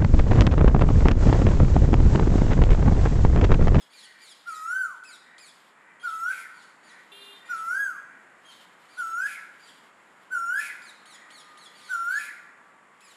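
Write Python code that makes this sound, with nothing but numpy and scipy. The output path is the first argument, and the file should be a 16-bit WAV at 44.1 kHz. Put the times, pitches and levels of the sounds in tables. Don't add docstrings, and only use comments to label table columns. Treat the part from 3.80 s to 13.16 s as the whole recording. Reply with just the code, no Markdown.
import sys
import numpy as np
from scipy import signal
from scipy.fft import rfft, irfft
from scipy.io import wavfile

SR = 44100
rng = np.random.default_rng(int(sys.argv[2]) if len(sys.argv) > 2 else 0)


def digitize_waveform(pressure):
    field = np.atleast_2d(pressure).T
    bounded = np.clip(field, -1, 1)
    quanta = np.round(bounded * 32767).astype(np.int16)
    wavfile.write(sys.argv[1], SR, quanta)


def volts(x):
    e = np.asarray(x, float) / 20
    return 10 ** e


N = 412776


def rms_one(x):
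    return x / np.sqrt(np.mean(x ** 2) + 1e-20)


def at_hz(points, hz):
    table_hz, value = np.array(points).T
    return np.interp(np.log(hz), np.log(table_hz), value)


def span(start_s, end_s):
    part = slice(max(int(start_s * SR), 0), min(int(end_s * SR), N))
    return part, np.arange(part.start, part.stop) / SR


def soft_ends(t, rise_s, fall_s):
    return np.clip(np.minimum((t - t[0]) / rise_s, (t[-1] - t) / fall_s), 0, 1) ** 2


def drift(rate_hz):
    r = np.exp(-80 * np.pi * rate_hz / SR)
    slow = signal.lfilter([1], [1, -2 * r, r * r], rng.standard_normal(N // 40 + 2002))[2000:]
    return np.interp(np.arange(N) / 40, np.arange(len(slow)), rms_one(slow))


def coloured(points):
    hz = np.maximum(np.fft.rfftfreq(N, 1 / SR), 1)
    spectrum = rfft(rng.standard_normal(N)) * volts(at_hz(points, hz))
    return rms_one(irfft(spectrum, N))


def resonate(x, hz, width_hz):
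    r = np.exp(-np.pi * width_hz / SR)
    poles = [1, -2 * r * np.cos(2 * np.pi * hz / SR), r * r]
    return signal.lfilter([(1 - r * r) / 2, 0, (r * r - 1) / 2], poles, x)


def stack(pitch_hz, colour, patchy_db, count):
    phase = 2 * np.pi * np.cumsum(pitch_hz) / SR
    knots = rng.standard_normal((count, len(pitch_hz) // 500 + 2))
    out = 0
    for k in range(1, count + 1):
        patch = np.interp(np.arange(len(pitch_hz)) / 500, np.arange(knots.shape[1]), knots[k - 1])
        level_db = at_hz(colour, k * pitch_hz) + patchy_db * patch
        out = out + np.sqrt(2) * volts(level_db) * np.sin(k * phase + k * k)
    return out


def swells(rows, narrow):
    t = np.arange(N) / SR
    return sum(volts(level_db) * np.exp(-(narrow * (t - middle_s) / length_s) ** 2)
               for middle_s, length_s, level_db in rows)


def street():
    # (frequency [Hz], density [dB per Hz])
    hum = [(20, -39), (50, -22), (80, -32), (110, -20), (170, -8), (260, -7), (420, -8.5), (780, -6.5),
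           (950, -3), (1400, -3.5), (2010, -5.5), (3800, -27), (5000, -30), (7300, -21), (11000, -33.5),
           (13000, -53)]
    # (time [s], level [dB])
    traffic = [
        (0.0, -66),
        (1.5, -63),
        (3.6, -60),
        (6.5, -61),
        (7.2, -59.5),
        (9.36, -62.5),
    ]
    time_s, level_db = np.transpose(traffic)
    return coloured(hum) * volts(np.interp(np.arange(N) / SR, time_s, level_db) + 5.0)


def leaves():
    # (frequency [Hz], density [dB per Hz])
    rustle = [(1500, -31), (3000, 4), (5000, -6.5), (7500, -8), (10000, -12.5), (12000, -12.5),
              (13500, -18), (15500, -50)]
    # (middle [s], length [s], level [dB])
    gusts = [
        (0.1, 1.6, -64.5),
        (1.8, 0.23, -68),
        (2.8, 0.73, -79),
        (3.6, 0.59, -67),
        (4.78, 0.24, -64),
        (5.25, 1.1, -72.5),
        (5.9, 0.26, -68),
        (6.9, 2.1, -75.5),
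        (8.1, .7, -65.5),
        (9.36, 0.25, -63),
    ]
    calm_db = -78
    return coloured(rustle) * (volts(calm_db) + swells(gusts, narrow=2)) * volts(2.5 * drift(14))


def crows():
    # (frequency [Hz], width [Hz], level [dB])
    throat = [(1536, 115, 2), (1893, 240, 4.5), (2350, 54, -0.5)]
    # (middle [s], length [s], level [dB])
    caws = [(0.328, 0.52, -56), (0.874, 0.67, -60), (1.547, 0.33, -55), (2.109, 0.38, -56.5),
            (2.717, 0.57, -60), (3.166, 0.3, -52), (3.71, 0.32, -53.5), (4.333, 0.66, -58),
            (4.95, 0.55, -75), (5.85, 0.65, -63), (7.097, 0.22, -66), (7.446, 0.53, -55),
            (7.963, 0.98, -60.5), (8.645, 0.58, -58), (9.3, 0.21, -64)]
    rough = rng.standard_normal(N) * volts(0.54 * drift(25))
    voice = 0
    for hz, width_hz, gain_db in throat:
        voice = voice + volts(gain_db) * resonate(resonate(rough, hz, width_hz), hz, width_hz)
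    return rms_one(voice) * swells(caws, narrow=3.2)


def motor():
    start_s, nearest_s = 6.9, 8.15
    start_hz, sink_hz_per_s = 1255, 30
    nearest_db, fade_db_per_s2 = -56, 7.5
    out = np.zeros(N)
    part, t = span(start_s, N / SR)
    u = t - start_s
    pitch_hz = start_hz - sink_hz_per_s * u * (1 + u / 3)
    phase = 2 * np.pi * np.cumsum(pitch_hz * (1 + .004 * drift(12)[part])) / SR
    level_db = nearest_db - fade_db_per_s2 * (t - nearest_s) ** 2
    out[part] = volts(level_db + 2.5 * drift(8)[part]) * np.sin(phase) * soft_ends(t, .2, .001)
    return out


def horn():
    # (frequency [Hz], level [dB])
    bell = [(400, -13), (800, -30), (2000, -28), (2415, -12), (2820, -4), (3220, -10), (3625, 0),
            (4030, -11), (4600, -32), (7000, -38), (10200, -20), (12000, -26), (13000, -50)]
    start_s, length_s, settle_s = 3.317, .215, 0.01305
    horn_hz, scoop = 401.6, 0.043
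    horn_db, blat_db, release_db_per_s = -52, 3, 484
    out = np.zeros(N)
    part, t = span(start_s, start_s + length_s + .1)
    starting = np.exp(-(t - start_s) / settle_s)
    level_db = horn_db + blat_db * starting - release_db_per_s * np.maximum(t - start_s - length_s, 0)
    wobble = 1 + .003 * drift(25)[part] + .004 * drift(150)[part]
    buzz = stack(horn_hz * (1 - scoop * starting) * wobble, bell, 3.2, count=34)
    out[part] = volts(level_db) * buzz * soft_ends(t, .002, .02)
    return out


def chicks(peeps, sag_per_s, slide_bend, jump, hoarse, patchy_db):
    # (frequency [Hz], level [dB])
    peep_beak = [(600, -53), (1900, -18), (2400, -2.5), (3000, 0), (4200, -1.5), (5500, -7.5), (7500, -5.5),
                 (10000, -8), (12500, -25.5), (15500, -32)]
    out = np.zeros(N)
    breath = coloured(peep_beak)
    waver = 1 + .009 * drift(60)
    for start_s, length_s, top_hz, level_db, rise_share in peeps:
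        part, t = span(start_s, start_s + length_s)
        u = (t - start_s) / length_s
        sliding = np.clip((u - rise_share) / (1 - rise_share), 0, 1) ** slide_bend
        slide = sliding * sag_per_s * length_s * (1 - rise_share)
        pitch_hz = top_hz * (1 - jump * np.clip(1 - u / rise_share, 0, 1) ** 4.0 - slide)
        effort = volts(level_db - 2.4 * np.clip(1 - u / 0.59, 0, 1)) * soft_ends(t, 0.0014, 0.021)
        voice = stack(pitch_hz * waver[part], peep_beak, patchy_db, count=7)
        out[part] += effort * (voice + hoarse * breath[part])
    return out


def breaks():
    # (frequency [Hz], level [dB])
    break_hiss = [(500, -60), (1200, -3), (2000, 7), (3000, -3), (4000, -3.5), (5200, -6), (6200, -2.5),
                  (7500, -2.5), (10500, 0), (13000, -11.5), (15500, -27)]
    # (start [s], length [s], level [dB], throat start [Hz], throat end [Hz])
    hoarse_ends = [
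        (2.499, 0.18, -49, 2330, 1750),
        (5.461, 0.14, -47, 2420, 1863),
        (6.792, 0.14, -43.5, 2413, 1810),
        (8.381, 0.14, -46, 2383, 1793),
    ]
    out = np.zeros(N)
    hiss = coloured(break_hiss)
    lowpass = signal.butter(2, 140, fs=SR, output="sos")
    rasp = rms_one(signal.sosfilt(lowpass, rng.standard_normal(N)))
    for start_s, length_s, level_db, from_hz, to_hz in hoarse_ends:
        part, t = span(start_s - .04, start_s + length_s)
        u = np.clip((t - start_s) / length_s, 0, 1)
        bend = ((u - .35) / .65) ** 2 * np.where(u < .35, -.5, 1.2)
        throat_hz = from_hz + (to_hz - from_hz) * bend
        throat = np.sin(2 * np.pi * np.cumsum(throat_hz) / SR) * rasp[part]
        throat = throat * np.clip((t - start_s) / .022, 0, 1)
        out[part] += volts(level_db - 1.3 * u) * soft_ends(t, 0.049, 0.065) * hiss[part]
        out[part] += volts(level_db + 4.5 - 0.69 * u) * soft_ends(t, .01, 0.0053) * throat
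    return out


def koel_pitch(u, dip_hz, crest_hz, climb_from_s, crest_s):
    fall_hz_per_s, fall_round_s = 4700, 0.049
    overshoot = .12 * np.exp(-((u - .02) / .034) ** 2)
    scoop = .12 * np.exp(-u / 0.0071)
    climb = np.sin(np.pi / 2 * np.clip((u - climb_from_s) / (crest_s - climb_from_s), 0, 1)) ** 3.0
    fall = fall_hz_per_s * (np.hypot(np.maximum(u - crest_s, 0), fall_round_s) - fall_round_s)
    return dip_hz * (1 + overshoot - scoop) + (crest_hz - dip_hz) * climb - fall


def koel():
    # (start [s], end [s], level of half-way lines [dB])
    doubling = [
        (0.707, 0.863, -55.5),
        (2.311, 2.425, -56.5),
        (3.84, 3.97, -55),
    ]
    # (start [s], length [s], dip pitch [Hz], crest pitch [Hz], first note against second [dB])
    calls = [
        (0.654, 0.52, 1267, 1548, -5.5),
        (2.225, 0.3, 1311, 1599, -1.5),
        (3.682, 0.51, 1315, 1654, -2.0),
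        (5.166, .31, 1331, 1715, -2.5),
        (6.502, .306, 1368, 1781, 0.0),
        (8.085, .306, 1366, 1783, -0.5),
    ]
    # (pitch [Hz], level [dB])
    whistle_by_pitch = [(1000, -39), (1270, -34), (1320, -30.5), (1365, -28.5), (1450, -26.5),
                        (1560, -28.5), (1760, -27.5)]
    # (pitch [Hz], level [dB])
    overtones_by_pitch = [(1000, -80), (1150, -59), (1270, -65), (1360, -63), (1450, -59), (1650, -57),
                          (1760, -51)]
    # (frequency [Hz], level against overtone level [dB])
    koel_beak = [(1800, 3), (2700, -7.5), (3300, -10), (4100, -14), (5200, -3), (6200, 3.5), (7000, 3),
                 (8500, -3), (10300, -2), (12500, -7.5), (15500, -25)]
    overtones, climb_from_s, crest_s = 11, .13, .332
    attack_s, attack_db, overtone_attack_db = 0.035, -27.5, -25
    fade_from_s, fade_db_per_s = 0.37, 138
    out, half = np.zeros(N), np.zeros(N)
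    tremor = 1 + .0016 * drift(60)
    for start_s, end_s, level_db in doubling:
        part, t = span(start_s, end_s)
        half[part] = volts(level_db) * soft_ends(t, 0.012, 0.012)
    for start_s, length_s, dip_hz, crest_hz, first_db in calls:
        part, t = span(start_s, start_s + length_s)
        u = t - start_s
        pitch_hz = koel_pitch(u, dip_hz, crest_hz, climb_from_s, crest_s) * tremor[part]
        phase = 2 * np.pi * np.cumsum(pitch_hz) / SR
        rising = np.clip(1 - u / attack_s, 0, 1) ** 2
        breath_db = -fade_db_per_s * np.maximum(u - fade_from_s, 0)
        held_back_db = first_db * np.clip((crest_s - u) / (crest_s - climb_from_s), 0, 1)
        whistle_db = breath_db + held_back_db + at_hz(whistle_by_pitch, pitch_hz) + attack_db * rising
        voice = np.sqrt(2) * volts(whistle_db) * np.sin(phase)
        over_db = breath_db + at_hz(overtones_by_pitch, pitch_hz) + overtone_attack_db * rising
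        voice += volts(over_db) * stack(pitch_hz, [(1760, -64), *koel_beak], 5.05, count=overtones)
        for k in np.arange(1.5, overtones):
            line_db = at_hz(koel_beak, k * pitch_hz) - 7 + 5.6 * (k < 2)
            voice += half[part] * volts(line_db) * np.sin(k * phase)
        out[part] += voice * soft_ends(t, 0.0031, 0.0039)
    return out


def yard(near, hidden):
    # (frequency [Hz], level [dB])
    tail_colour = [(500, -2), (1500, -4.5), (3000, 3), (6000, 3), (12000, 0)]
    # (frequency [Hz], t60 [s])
    tail_decay = [(500, 1), (1500, 0.93), (3000, 0.77), (6000, 0.66), (12000, 0.46)]
    # (delay [s], level [dB])
    walls = [
        (.017, -7.5),
        (0.041, -18),
        (.075, -17.5),
        (.12, -20.5),
    ]
    tail_db, wall_cut_hz = -84.5, 4600
    t = np.arange(SR) / SR
    white = rng.standard_normal((2, SR))
    tail = 0
    for k, hz in enumerate(np.geomspace(400, 14000, 11)):
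        bandpass = signal.butter(2, [hz / 1.17, hz * 1.34], "band", fs=SR, output="sos")
        band = rms_one(signal.sosfilt(bandpass, white[k % 2]))
        level_db = at_hz(tail_colour, hz) - 60 * t / at_hz(tail_decay, hz)
        tail = tail + band * np.sqrt(hz) * volts(level_db)
    response = tail * np.clip(t / 0.0013, 0, 1) * volts(tail_db)
    echoes = np.zeros(SR)
    for delay_s, echo_db in walls:
        echoes[int(delay_s * SR)] = volts(echo_db)
    response += signal.lfilter(*signal.butter(2, wall_cut_hz, fs=SR), echoes)
    muffled = volts(-1.0) * signal.lfilter(*signal.butter(1, 5500, fs=SR), hidden)
    return near + muffled + signal.fftconvolve(near + hidden, response)[:N]


def scene():
    # (start [s], length [s], top pitch [Hz], level [dB], share spent jumping up [0-1])
    near_peeps = [(0.0, 0.052, 1823, -60.5, 0.054), (0.132, 0.15, 2423, -56.5, 0.13),
                  (.415, 0.13, 2378, -55, 0.16), (0.673, 0.12, 2404, -55, 0.24),
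                  (1.235, .143, 2606, -53.5, 0.21), (1.58, 0.135, 2510, -54.5, 0.22),
                  (7.018, 0.11, 2466, -55, 0.16), (7.255, 0.12, 2240, -54.5, 0.23),
                  (7.503, 0.13, 2267, -55, 0.26), (7.772, 0.12, 2193, -56.5, 0.25),
                  (8.029, 0.12, 2260, -59, 0.18), (9.205, .14, 2640, -59, 0.23)]
    # (start [s], length [s], top pitch [Hz], level [dB], share creeping up [0-1])
    far_peeps = [(.10, 0.13, 2370, -58.5, 0.38), (.385, 0.12, 2376, -58, 0.34),
                 (2.225, 0.099, 2396, -56, 0.12), (2.74, 0.12, 2384, -59.5, 0.22),
                 (3.03, 0.11, 2364, -59, 0.31), (3.655, 0.16, 2516, -60.5, 0.39),
                 (4.688, 0.075, 2310, -59, 0.079), (5.085, 0.14, 2367, -59.5, 0.33),
                 (5.795, 0.13, 2410, -59.5, 0.3), (7.95, 0.093, 2350, -55.5, 0.24),
                 (8.04, 0.092, 2350, -55, 0.25), (8.305, 0.086, 2307, -51, 0.41)]
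    # (start [s], length [s], top pitch [Hz], level [dB], rise share [0-1])
    far_chips = [
        (2.197, 0.053, 3284, -52.5, 0.45),
        (2.468, 0.045, 3320, -58, 0.38),
        (4.648, 0.077, 3250, -55, .3),
        (5.405, 0.048, 2530, -53.5, 0.4),
    ]
    near = koel() + breaks() + horn()
    near += chicks(near_peeps, sag_per_s=3.8, slide_bend=1.15, jump=0.46, hoarse=0.27, patchy_db=3.5)
    hidden = chicks(far_peeps, sag_per_s=5.4, slide_bend=1.2, jump=.1, hoarse=.7, patchy_db=4.5)
    hidden += chicks(far_chips, sag_per_s=1.5, slide_bend=1.2, jump=.04, hoarse=.4, patchy_db=4.5)
    return (yard(near, hidden) + crows() + motor() + street() + leaves())[None]


def roll_off(x):
    return signal.sosfilt(signal.butter(12, 15650, fs=SR, output="sos"), x)


def record(dry):
    # (frequency [Hz], width [Hz], depth [0-1])
    mic_dips = [(6050, 1200, .65), (8500, 700, .4), (12800, 600, .5)]
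    heard = dry[0]
    for hz, width_hz, depth in mic_dips:
        heard = heard - np.clip(depth, 0, 1) * resonate(heard, hz, width_hz)
    return roll_off(heard[None])


dry = scene()
out = record(dry)
digitize_waveform(out)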